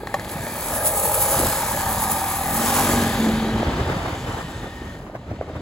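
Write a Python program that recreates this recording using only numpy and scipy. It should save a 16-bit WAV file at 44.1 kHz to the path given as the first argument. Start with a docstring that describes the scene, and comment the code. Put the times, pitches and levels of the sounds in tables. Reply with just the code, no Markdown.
"""A single-cylinder four-stroke quad bike fires up with metallic knocks, pulls away over gravel, turns its exhaust
towards the listener and drives off across grass. The exhaust is a stack of crank orders with a booming fifth;
every turn knocks the engine's panels and stirs its valve gear. The early firings are ringing metal modes, the
gravel is grainy noise and the driveline whirrs from behind. Lumpy noise makes the gusts, short tone puffs make
low thuds, many of them likely exhaust chugs, and the bass is centred."""
import sys
import numpy as np
from scipy import signal
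from scipy.fft import rfft, irfft, next_fast_len
from scipy.io import wavfile
from scipy.ndimage import uniform_filter1d, map_coordinates

SR = 44100
rng = np.random.default_rng(int(sys.argv[2]) if len(sys.argv) > 2 else 0)


def unload_audio(sound):
    """Save the sound as a 16-bit wav file, at the path given as the first command line argument."""
    columns = np.transpose(np.atleast_2d(sound))
    # keep every value between -1 and 1, then stretch to whole-number steps
    steps = np.round(np.clip(columns, -1, 1) * 32767)
    wavfile.write(sys.argv[1], SR, steps.astype(np.int16))


N = 247401  # length [samples]


def amp(db):
    """Decibels to linear gain."""
    return 10 ** (np.asarray(db) / 20)


def unit(x):
    """x scaled to rms 1."""
    return x / np.sqrt(np.mean(x ** 2) + 1e-20)


def along(points, hz):
    """Read (frequency [Hz], value) points on a log frequency axis."""
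    f, v = np.transpose(points)
    return np.interp(np.log(hz + 1), np.log(f + 1), v)


def curves(rows):
    """One automation curve per column after the time."""
    s, *cols = np.transpose(rows)
    return [np.interp(np.arange(N) / SR, s, c) for c in cols]


def wobble(rate):
    """A smooth random curve, rate knots a second."""
    knots = rng.standard_normal(int(N * rate / SR) + 4)
    return map_coordinates(knots, [np.arange(N) * rate / SR])


def filtered(x, response):
    """x times a complex response of frequency."""
    m = next_fast_len(N + SR // 2)
    return irfft(rfft(x, m) * response(np.fft.rfftfreq(m, 1 / SR)), m)[..., :N]


def coloured(x, spectrum):
    """x shaped by (frequency [Hz], level [dB]) points, rms 1."""
    return unit(filtered(x, lambda hz: amp(along(spectrum, hz))))


def ringing(x, modes):
    """x through parallel (frequency [Hz], width [Hz], level [dB]) resonances of alternating sign, rms 1."""
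    def response(f):
        return sum((-1) ** k * amp(db) * 1j * f * w / (c * c - f * f + 1j * f * w)
                   for k, (c, w, db) in enumerate(modes))
    return unit(filtered(x, response))


def steep_ringing(x, modes):
    """Resonances run twice, second time three times as wide: steep skirts keep the valleys dark."""
    return ringing(ringing(x, modes), [(c, 3 * w, 0) for c, w, db in modes])


def rough(depth_db, rate):
    """Two noises under one lumpy gain: what both channels share, and what differs."""
    return amp(depth_db * wobble(rate)) * rng.standard_normal((2, N))


def both(x):
    """A sound that both channels share."""
    return np.array([x, np.zeros(N)])


def patchy(x, depth_db):
    """Shifting bands of colour, as a moving source mixes with its ground reflections."""
    z = signal.stft(x, nperseg=512)[2]
    field = rng.standard_normal(z.shape[1:])
    field = uniform_filter1d(field, 3, 0)  # smooth across frequency
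    field = uniform_filter1d(field, 30, 1)  # smooth across time
    return unit(signal.istft(z * amp(depth_db * unit(field)), nperseg=512)[1][:, :N])


def swells(rows, rise_s):
    """Sum in dB of (time [s], swell [dB], fall [s]) rows: straight up to the peak, straight down again."""
    t = np.arange(N) / SR
    return sum(db * np.interp(t, [s - abs(rise_s), s, s + abs(fall_s)], [0, 1, 0]) for s, db, fall_s in rows)


def drifting(x, rows):
    """x with its spectrum slid along (time [s], shift [Hz]) points."""
    phase = 2 * np.pi * np.cumsum(curves(rows)[0]) / SR
    return (signal.hilbert(x, next_fast_len(N))[..., :N] * np.exp(1j * phase)).real


# wind bed under the gusts: (time [s], buffet level [dB], flutter level [dB])
WIND_BED = [(0, -39.5, -39), (1.2, -35.5, -39.5), (2.39, -39.5, -40.5), (2.7, -35, -33.5),
            (2.95, -31.5, -28), (3.3, -33, -26), (3.75, -30, -31), (4.05, -33, -35.5), (4.4, -38.5, -42.5),
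            (5.3, -39.5, -47.5), (5.6, -37.5, -44)]
# wind rasp between gusts: (time [s], level [dB])
RASP_BED = [(2.9, -60), (3.2, -44), (3.52, -49), (3.6, -34), (3.99, -32.5), (4.025, -34), (4.06, -32),
            (4.15, -36.5), (4.22, -48), (4.26, -38), (4.41, -36), (4.47, -47.5), (5.6, -55)]
# gusts: (time [s], buffet swell [dB], flutter and rasp swell [dB], fall [s])
GUSTS = [(.42, 2, 1, 0.057), (1.39, 11, 17, .07), (1.455, 10, 16, .08), (1.74, 8, 9, 0.064),
         (1.9, 7, 6, 0.35), (3.15, 5, -9, 0.044), (3.35, 7, -4, 0.084), (3.56, 8, 2, 0.086),
         (3.68, 6, 4.5, 0.037), (3.81, 8, 5, 0.024), (3.9, 3, 5.5, .1), (4.08, -2, 3.5, .04),
         (4.145, -3, 4.5, 0.037), (4.28, 3, 6, 0.17), (4.51, 1, 9, 0.034), (4.58, 4, 7, 0.025),
         (4.645, 8, 14, 0.061), (4.85, 5, 9.5, 0.16), (5.03, 3, 7, 0.027), (5.075, 0, 9, 0.04),
         (5.155, -1, 12, .03), (5.307, 5, 14.5, 0.091), (5.43, -3, 12, 0.031), (5.5, 2, 13.5, 0.025),
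         (5.56, 8, 17.5, 0.073)]
# wind colours, deep to bright: (frequency [Hz], density [dB per Hz])
BUFFET_COLOUR = [(15, -38), (30, -31), (45, -1.5), (90, -0.5), (180, -6.5), (400, -22.5), (1000, -74)]
FLUTTER_COLOUR = [(100, -19), (200, -3), (350, -2), (700, -10.5), (1500, -27), (4000, -60)]
RASP_COLOUR = [(200, -27), (450, 2), (800, 0.5), (1300, -2.5), (2000, -13.5), (4000, -35)]
GUST_RISE_S, FLUTTER_GROWS = 0.046, 0.82  # swell of the flutter over that of the rasp
RASP_APART_DB = 15  # the rasp differs more from side to side than the engine does


def wind():
    """Lumpy pressure swings on the microphone, a faster flutter and a rasp above them, all lifted by gusts."""
    buffet_db, flutter_db = curves(WIND_BED)
    gusts = np.array(GUSTS)
    gust_db = swells(gusts[:, [0, 1, 3]], GUST_RISE_S)
    upper_db = swells(gusts[:, [0, 2, 3]], GUST_RISE_S)
    buffet = amp(buffet_db + gust_db) * coloured(rough(0.89, 25), BUFFET_COLOUR)
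    flutter = amp(flutter_db + FLUTTER_GROWS * upper_db) * coloured(rough(1.84, 70), FLUTTER_COLOUR)
    rasp = amp(curves(RASP_BED)[0] + upper_db) * coloured(rough(2.2, 80), RASP_COLOUR)
    rasp = rasp * amp([[0], [RASP_APART_DB]])
    return buffet + flutter + rasp


# tyres rolling, on grass from 3.1 s, before spurts: (time [s], grit level [dB], crunch level [dB])
ROLLING = [(0, -51.5, -55.5), (.28, -42, -44), (.7, -28, -34), (.81, -28.5, -39), (.95, -23.5, -39),
           (1.4, -21.5, -27.5), (1.64, -27.5, -30), (2.08, -28, -34), (2.18, -27.5, -34),
           (2.53, -26.5, -34), (2.65, -24.5, -27.5), (2.8, -23, -24), (3.07, -30.5, -31), (3.63, -52, -45),
           (4.33, -51.5, -42.5), (5.04, -60.5, -55), (5.1, -68, -63.5), (5.6, -79, -57.5)]
# a tyre spits stones: (time [s], grit swell [dB])
SPURTS = [(.32, 8), (.47, 1), (.765, 7.5), (.87, 11), (.98, 5), (1.06, 3.5), (1.15, 3), (1.23, 5),
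          (1.33, 3), (1.68, 0.5), (1.93, 2.5), (2.029, 5.5), (2.12, 6.5), (2.57, 4.5), (2.689, 2.5),
          (2.791, 0.5)]
# colours of the fine grit and the coarser crunch: (frequency [Hz], density [dB per Hz])
GRIT_COLOUR = [(3000, -18), (6000, -12.5), (7000, -6.5), (7700, -9.5), (8100, 3), (11000, 0.5),
               (13000, 0.5), (15500, -4.5)]
CRUNCH_COLOUR = [(300, -23), (1000, 10), (2500, -5), (4000, -4), (5500, -3), (7000, 0.5), (8500, -2),
                 (11000, -12), (16000, -42)]
SPURT_RISE_S, SPURT_FALL_S = 0.04, 0.03
CRUNCH_GROWS = 0.37  # swell of the crunch over that of the grit


def gravel():
    """Stones grind under the tyres: thousands of tiny contacts, each dying in milliseconds, roughen noise."""
    grit_db, crunch_db = curves(ROLLING)
    spurt_db = swells([(s, db, SPURT_FALL_S) for s, db in SPURTS], SPURT_RISE_S)
    sizes = amp(5 * rng.standard_normal(N).clip(-2, 2))
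    contacts = (rng.random(N) < 900 / SR) * sizes  # about 900 a second
    decay = np.exp(-np.arange(400) / (0.001 * SR))  # 1 ms time constant
    grains = signal.fftconvolve(contacts, decay)[:N]
    gate = 2.6 + 0.5 * unit(grains - grains.mean())
    grit = patchy(coloured(gate * rough(.6, 25), GRIT_COLOUR), depth_db=1.5)
    crunch = patchy(coloured(gate * rough(.8, 30), CRUNCH_COLOUR), depth_db=1.5)
    return amp(grit_db + spurt_db) * grit + amp(crunch_db + CRUNCH_GROWS * spurt_db) * crunch


def crank_beat(turns):
    """Each crank turn gives a soft swell and a sharp knock; alternate turns, the firing ones, are harder."""
    count = turns.astype(int)
    uneven_db = .8 * rng.standard_normal(count[-1] + 1)[count]
    strength = amp(uneven_db + .6 * (-1) ** count)
    beat = strength * np.sin(np.pi * (turns % 1) ** .6) ** 4
    late = np.floor(turns - .3 + .005 * wobble(40))  # the knock lands about 0.3 turn in
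    strikes = np.diff(late, prepend=late[0]) > 0
    knocks = both(strength * strikes * np.sqrt(SR / 45))  # near rms 1 at 45 turns a second
    return beat, knocks


def burst(beat, steady):
    """Noise shaken by the crank, over a steady floor."""
    return (steady + beat) * rough(.3, 40)


# the bike draws out of near earshot: start and end [s]
FAR_S = [2.6, 3.757]


def farness():
    """0 near, 1 once the bike is far."""
    return np.interp(np.arange(N) / SR, FAR_S, [0, 1])


# driveline heard from behind: (time [s], lower whine level [dB], upper whine level [dB])
WHIRR = [(3.9, -52, -52), (4.25, -52, -50), (4.4, -46, -51), (4.6, -47, -58), (4.94, -47, -62),
         (5.05, -62, -70)]
# lower and upper whine: (frequency [Hz], width [Hz], level [dB])
WHIRR_MODES = [(1835, 30, 0), (3010, 50, 0)]


def whirr(beat):
    """Driveline whine: two narrow bands of crank-shaken noise that come in as the bike draws away."""
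    whines = [amp(db + wobble(20)) * ringing(burst(beat, 1.5), [mode])
              for db, mode in zip(curves(WHIRR), WHIRR_MODES)]
    return farness() * sum(whines)


# valve gear: (time [s], level [dB])
CLATTER = [(0, -46.5), (.3, -39), (1.52, -35.5), (2.48, -34.5), (2.91, -29), (3.24, -31.5), (3.78, -36),
           (4.95, -47.5), (5.07, -57), (5.6, -49)]
# valve gear up close: (frequency [Hz], width [Hz], level [dB])
CLATTER_MODES = [(1667, 204, 3), (2470, 590, 0), (3120, 730, -1), (4690, 980, -16)]
# valve gear blurred by distance: (frequency [Hz], density [dB per Hz])
DISTANT_COLOUR = [(700, -32), (1500, 3), (1750, 2.5), (2650, -4), (3600, 0), (4100, -6), (4650, -7),
                  (5500, -14.5), (9000, -30)]


def valve_gear(beat):
    """Clatter of crank-shaken noise, crossfading from distinct resonances to one blurred colour with distance."""
    far = farness()
    near_clatter = steep_ringing(burst(beat, 5.6), CLATTER_MODES)
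    far_clatter = coloured(burst(beat, 7.8), DISTANT_COLOUR)
    valves = np.sqrt(1 - far) * near_clatter + np.sqrt(far) * far_clatter
    return amp(curves(CLATTER)[0]) * patchy(valves, depth_db=1.8)


# engine case: (time [s], level [dB])
CASE = [(0, -44.5), (.15, -41), (.47, -41), (.87, -31.5), (1.23, -29), (1.36, -30.5), (1.7, -32.5),
        (2.0, -29.5), (2.4, -30), (2.85, -27), (3.1, -31), (3.5, -36), (3.8, -39), (5, -51.5), (5.6, -66.5)]
# silencer shell: (time [s], level over the engine case [dB])
SHELL = [(0, -3), (1.24, -11), (1.72, -1), (2.07, 0), (2.47, -14), (3, -17.5), (3.3, -7), (5.6, 0)]
# belt cover, hidden as the bike turns: (time [s], level over the engine case [dB])
COVER = [(0, -7.5), (.47, 5), (.68, -1), (.75, 5), (1.0, 0), (1.36, 2), (2.22, -9.5), (2.78, -2.5),
         (3.5, -9), (5, -0.5), (5.6, 21)]
# panel resonances before any drift: (frequency [Hz], width [Hz], level [dB])
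CASE_MODES = [(780, 56, 0.5), (1233, 100, -9)]
SHELL_MODES = [(920, 70, 0)]
COVER_MODES = [(529.6, 150, 0), (680, 140, -2)]
# case and cover rings shift as the bike turns: (time [s], shift [Hz])
CASE_DRIFT = [(0, 40), (.7, 30), (1.0, 30), (1.15, 60), (1.35, 35.5), (1.55, 45), (1.799, -5), (2.4, -0.5),
              (2.65, 20), (3.2, 10), (5.6, 0)]
COVER_DRIFT = [(0, 25), (.73, 55), (1.1, -30), (1.4, 20), (1.9, 10), (5.6, 10)]


def panels(beat, knocks):
    """Every crank turn knocks the case, silencer shell and belt cover and shakes soft noise into them."""
    case_db, = curves(CASE)
    case = drifting(steep_ringing(burst(beat, 2) + 1.6 * knocks, CASE_MODES), CASE_DRIFT)
    shell = steep_ringing(burst(beat, 1) + 1.5 * knocks, SHELL_MODES)
    cover = drifting(steep_ringing(burst(beat, 2.8) + 0.38 * knocks, COVER_MODES), COVER_DRIFT)
    shell_db, cover_db = case_db + curves(SHELL)[0], case_db + curves(COVER)[0]
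    return amp(case_db) * case + amp(shell_db) * shell + amp(cover_db) * cover


# early engine firings, speeding up: (time [s], knock level [dB], lift of the upper modes [dB])
FIRINGS = [(0.071, -32, 15), (0.141, -17.5, 10.5), (0.196, -34, 19.5), (0.246, -33, 18),
           (0.292, -39.5, 23.5), (0.336, -29.5, 11), (0.381, -41, 18), (0.423, -42, 20), (0.466, -40, 19)]
# metallic ring of a firing, nominal: (frequency [Hz], level [dB], time to fall 60 dB [s])
FIRING_MODES = [(587, 5, 0.053), (780, 3.5, 0.066), (1122, 2.5, 0.052), (1810, -4.5, 0.033),
                (2410, -21, 0.036), (3240, -25, 0.04), (4120, -24, 0.038), (4970, -29, 0.036),
                (6800, -24, 0.018)]
RATTLE_DB, BRIGHT_HZ = -22, 1500  # rattle under the upper modes; where those begin
LIGHT_DB = -25  # knocks under this level count as light
DETUNE, SCATTER_DB = .035, 3  # spread of a light knock's modes: pitch (share) and level


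def early_firings():
    """Each firing is a metallic knock with ringing modes and a rattle; a light one varies and fades faster."""
    out, t = np.zeros(N), np.arange(SR // 8) / SR
    for s, db, bright_db in FIRINGS:
        light = db < LIGHT_DB
        ring = np.zeros(len(t))
        for hz, level, t60 in FIRING_MODES:
            mode_db = level + bright_db * (hz > BRIGHT_HZ) - 60 * t / t60
            if light:
                mode_db = mode_db + SCATTER_DB * rng.standard_normal() - 20 * t / t60
                hz = hz * (1 + DETUNE * rng.standard_normal())
            ring += amp(mode_db) * np.sin(2 * np.pi * hz * t)
        rattle = np.convolve(rng.standard_normal(len(t)), np.hanning(5), "same")
        if light:  # chatter smears the ring
            chatter = unit(np.convolve(rng.standard_normal(len(t)), np.hanning(120), "same"))
            ring = ring * (.6 + .8 * chatter)
        crack = amp(bright_db + RATTLE_DB - 60 * t / 0.056) * rattle
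        onset = 1 - np.exp(-t / 0.00097)
        out[round(s * SR):][:len(t)] += amp(db) * (ring * onset + crack)
    return both(out)


# short puffs and low thuds, 3 ms after the listed time: (time [s], puff level [dB], pitch [Hz])
PUFFS = [(.032, -20.5, 480), (.356, -22.5, 172), (.404, -23, 108), (3.56, -16, 355), (3.629, -11.5, 556),
         (3.77, -19, 138), (3.81, -18, 94.7), (3.872, -22, 90), (3.899, -23, 382.4), (3.903, -25, 80),
         (3.965, -19, 160), (4.072, -26, 110.7), (4.127, -24, 97), (4.243, -24, 139.4), (4.292, -21, 96),
         (4.346, -24, 90), (4.447, -25.5, 159.4), (4.559, -29, 90), (4.817, -26.5, 314.5),
         (5.096, -26, 600), (5.15, -20.5, 609), (5.23, -32, 565), (5.312, -20, 620), (5.316, -25, 90),
         (5.388, -29, 600), (5.4, -28.5, 80), (5.41, -13, 570), (5.497, -25, 604), (5.534, -26, 100.7)]


def puffs():
    """Short puffs and low thuds, many likely exhaust chugs: a tone pulse with a tighter snap an octave up."""
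    out, t = np.zeros(N + SR), np.arange(-1200, 1200) / SR
    for s, db, hz in PUFFS:
        puff = np.exp(-(t * hz / 0.92) ** 2) * np.cos(2 * np.pi * hz * t)
        snap = 0.32 * np.exp(-(t * hz / 0.21) ** 2) * np.cos(2 * np.pi * 2.0 * hz * t)
        out[round((s + .003) * SR) - 1200:][:len(t)] += amp(db) * (puff + snap)
    return both(out[:N])


# exhaust orders, the fifth left to the boom: (multiple of crank speed, relative level [dB])
HARMONICS = [(1, -6.5), (2, -4.5), (3, -5.5), (4, -4.5), (5, 0), (6, -4.5), (7, -8), (8, -12), (9, -10)]
# fifth order, booming in the silencer: (time [s], level before its wobble [dB])
BOOM = [(.25, -67), (.45, -42), (.8, -37.5), (.9, -76), (1.75, -62), (2.1, -34), (2.33, -48), (2.51, -36),
        (2.6, -25), (2.75, -27.5), (2.93, -25), (3.0, -20), (3.15, -27), (3.2, -19), (3.35, -20),
        (3.6, -23), (3.66, -46), (4.0, -70)]


def exhaust(turns, level_db):
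    """Orders of the crank as slightly unsteady sines; the fifth booms on a level curve of its own."""
    tones = sum(amp(db + 2 * wobble(7)) * np.sin(2 * np.pi * (k * turns + rng.random()))
                for k, db in HARMONICS if k != 5)
    boom_gain = amp(curves(BOOM)[0] + 1.5 * wobble(14))
    throb = 1 + .3 * np.sin(np.pi * turns)  # once per two turns, the four-stroke cycle
    boom = boom_gain * throb * np.sin(2 * np.pi * 5 * turns + .22 * wobble(30))
    return both(amp(level_db) * unit(tones) + boom)


# engine ride: (time [s], crank speed [turns/s], exhaust level without the boom [dB])
SPEED = [(0.0, 34.8, -56), (0.23, 45, -40.5), (0.48, 47.8, -44), (1.01, 48.3, -48), (1.29, 48.4, -38),
         (1.72, 34.4, -41), (1.82, 32.3, -34), (2.1, 43, -38), (2.31, 40.2, -37), (2.5, 43.6, -33),
         (2.7, 47.3, -31), (2.97, 47.2, -29), (3.14, 44.4, -31), (3.62, 44.3, -33), (5.6, 39, -49.5)]
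# likeness of left and right for noise equal in both rows: (frequency [Hz], likeness [0 to 1])
ALIKE = [(800, 0.97), (1500, 0.99), (3300, 0.52), (3900, 1), (5400, 0.088), (7000, 0.99), (7900, 0.78),
         (8500, 1)]


def scene():
    """Rows: left and right; each hears the shared sound and the differing part with opposite signs."""
    speed, exhaust_db = curves(SPEED)
    turns = np.cumsum(speed) / SR
    beat, knocks = crank_beat(turns)
    field = wind() + gravel() + whirr(beat) + valve_gear(beat) + panels(beat, knocks)
    field = field + early_firings() + puffs() + exhaust(turns, exhaust_db)

    def spread(hz):
        angle = np.arccos(np.clip(along(ALIKE, hz), -1, 1)) / 2
        return np.sqrt(2) * np.array([np.cos(angle), np.sin(angle)])

    shared, apart = filtered(field, spread)
    return np.array([shared + apart, shared - apart]) / np.sqrt(2)


# stereo phase, left ahead in the middle range, stepping in half turns up the treble:
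# (frequency [Hz], left over right [radians])
STEREO_PHASE = [(800, -0.076), (1500, 0.79), (2000, 1.35), (3000, 0.57), (3600, 0.98), (7400, 0.39),
                (8500, -np.pi), (9500, -np.pi), (10450, -2 * np.pi), (11700, -2 * np.pi),
                (12600, -3 * np.pi), (13700, -3 * np.pi), (14600, -4 * np.pi)]
# left against right, used below 7500 Hz: (frequency [Hz], left over right [dB])
TILT = [(1000, -0.5), (2000, 1), (3000, 3.5), (5000, 0.5), (7500, 1.5)]
# the sound is mono below this corner: (time [s], corner [Hz])
MONO_HZ = [(0, 1148), (3.2, 1146), (3.5, 650), (5.6, 610)]
TOP_HZ = 15900  # nothing is kept from here up


def record(dry):
    """Stereo image: phase and level differ between left and right by frequency, bass centred, extreme top cut."""
    hz, radians = np.transpose(STEREO_PHASE)
    half = np.array([[.5], [-.5]])  # each channel takes half of the difference

    def image(f):
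        return amp(half * along(TILT, f) * (f < 7500)) * np.exp(1j * half * np.interp(f, hz, radians))

    left, right = filtered(dry, image)
    corner = curves(MONO_HZ)[0]
    low, high = corner.min(), corner.max()

    def side_above(c):
        return filtered(left - right, lambda f: 1 / (1 + (c / (f + 1)) ** 12)) / 2

    wide, narrow = side_above(low), side_above(high)
    side = wide + (narrow - wide) * (corner - low) / (high - low)  # a crossfade moves the corner
    mid = (left + right) / 2
    return filtered(np.array([mid + side, mid - side]), lambda f: f < TOP_HZ)


dry = scene()
out = record(dry)
unload_audio(out)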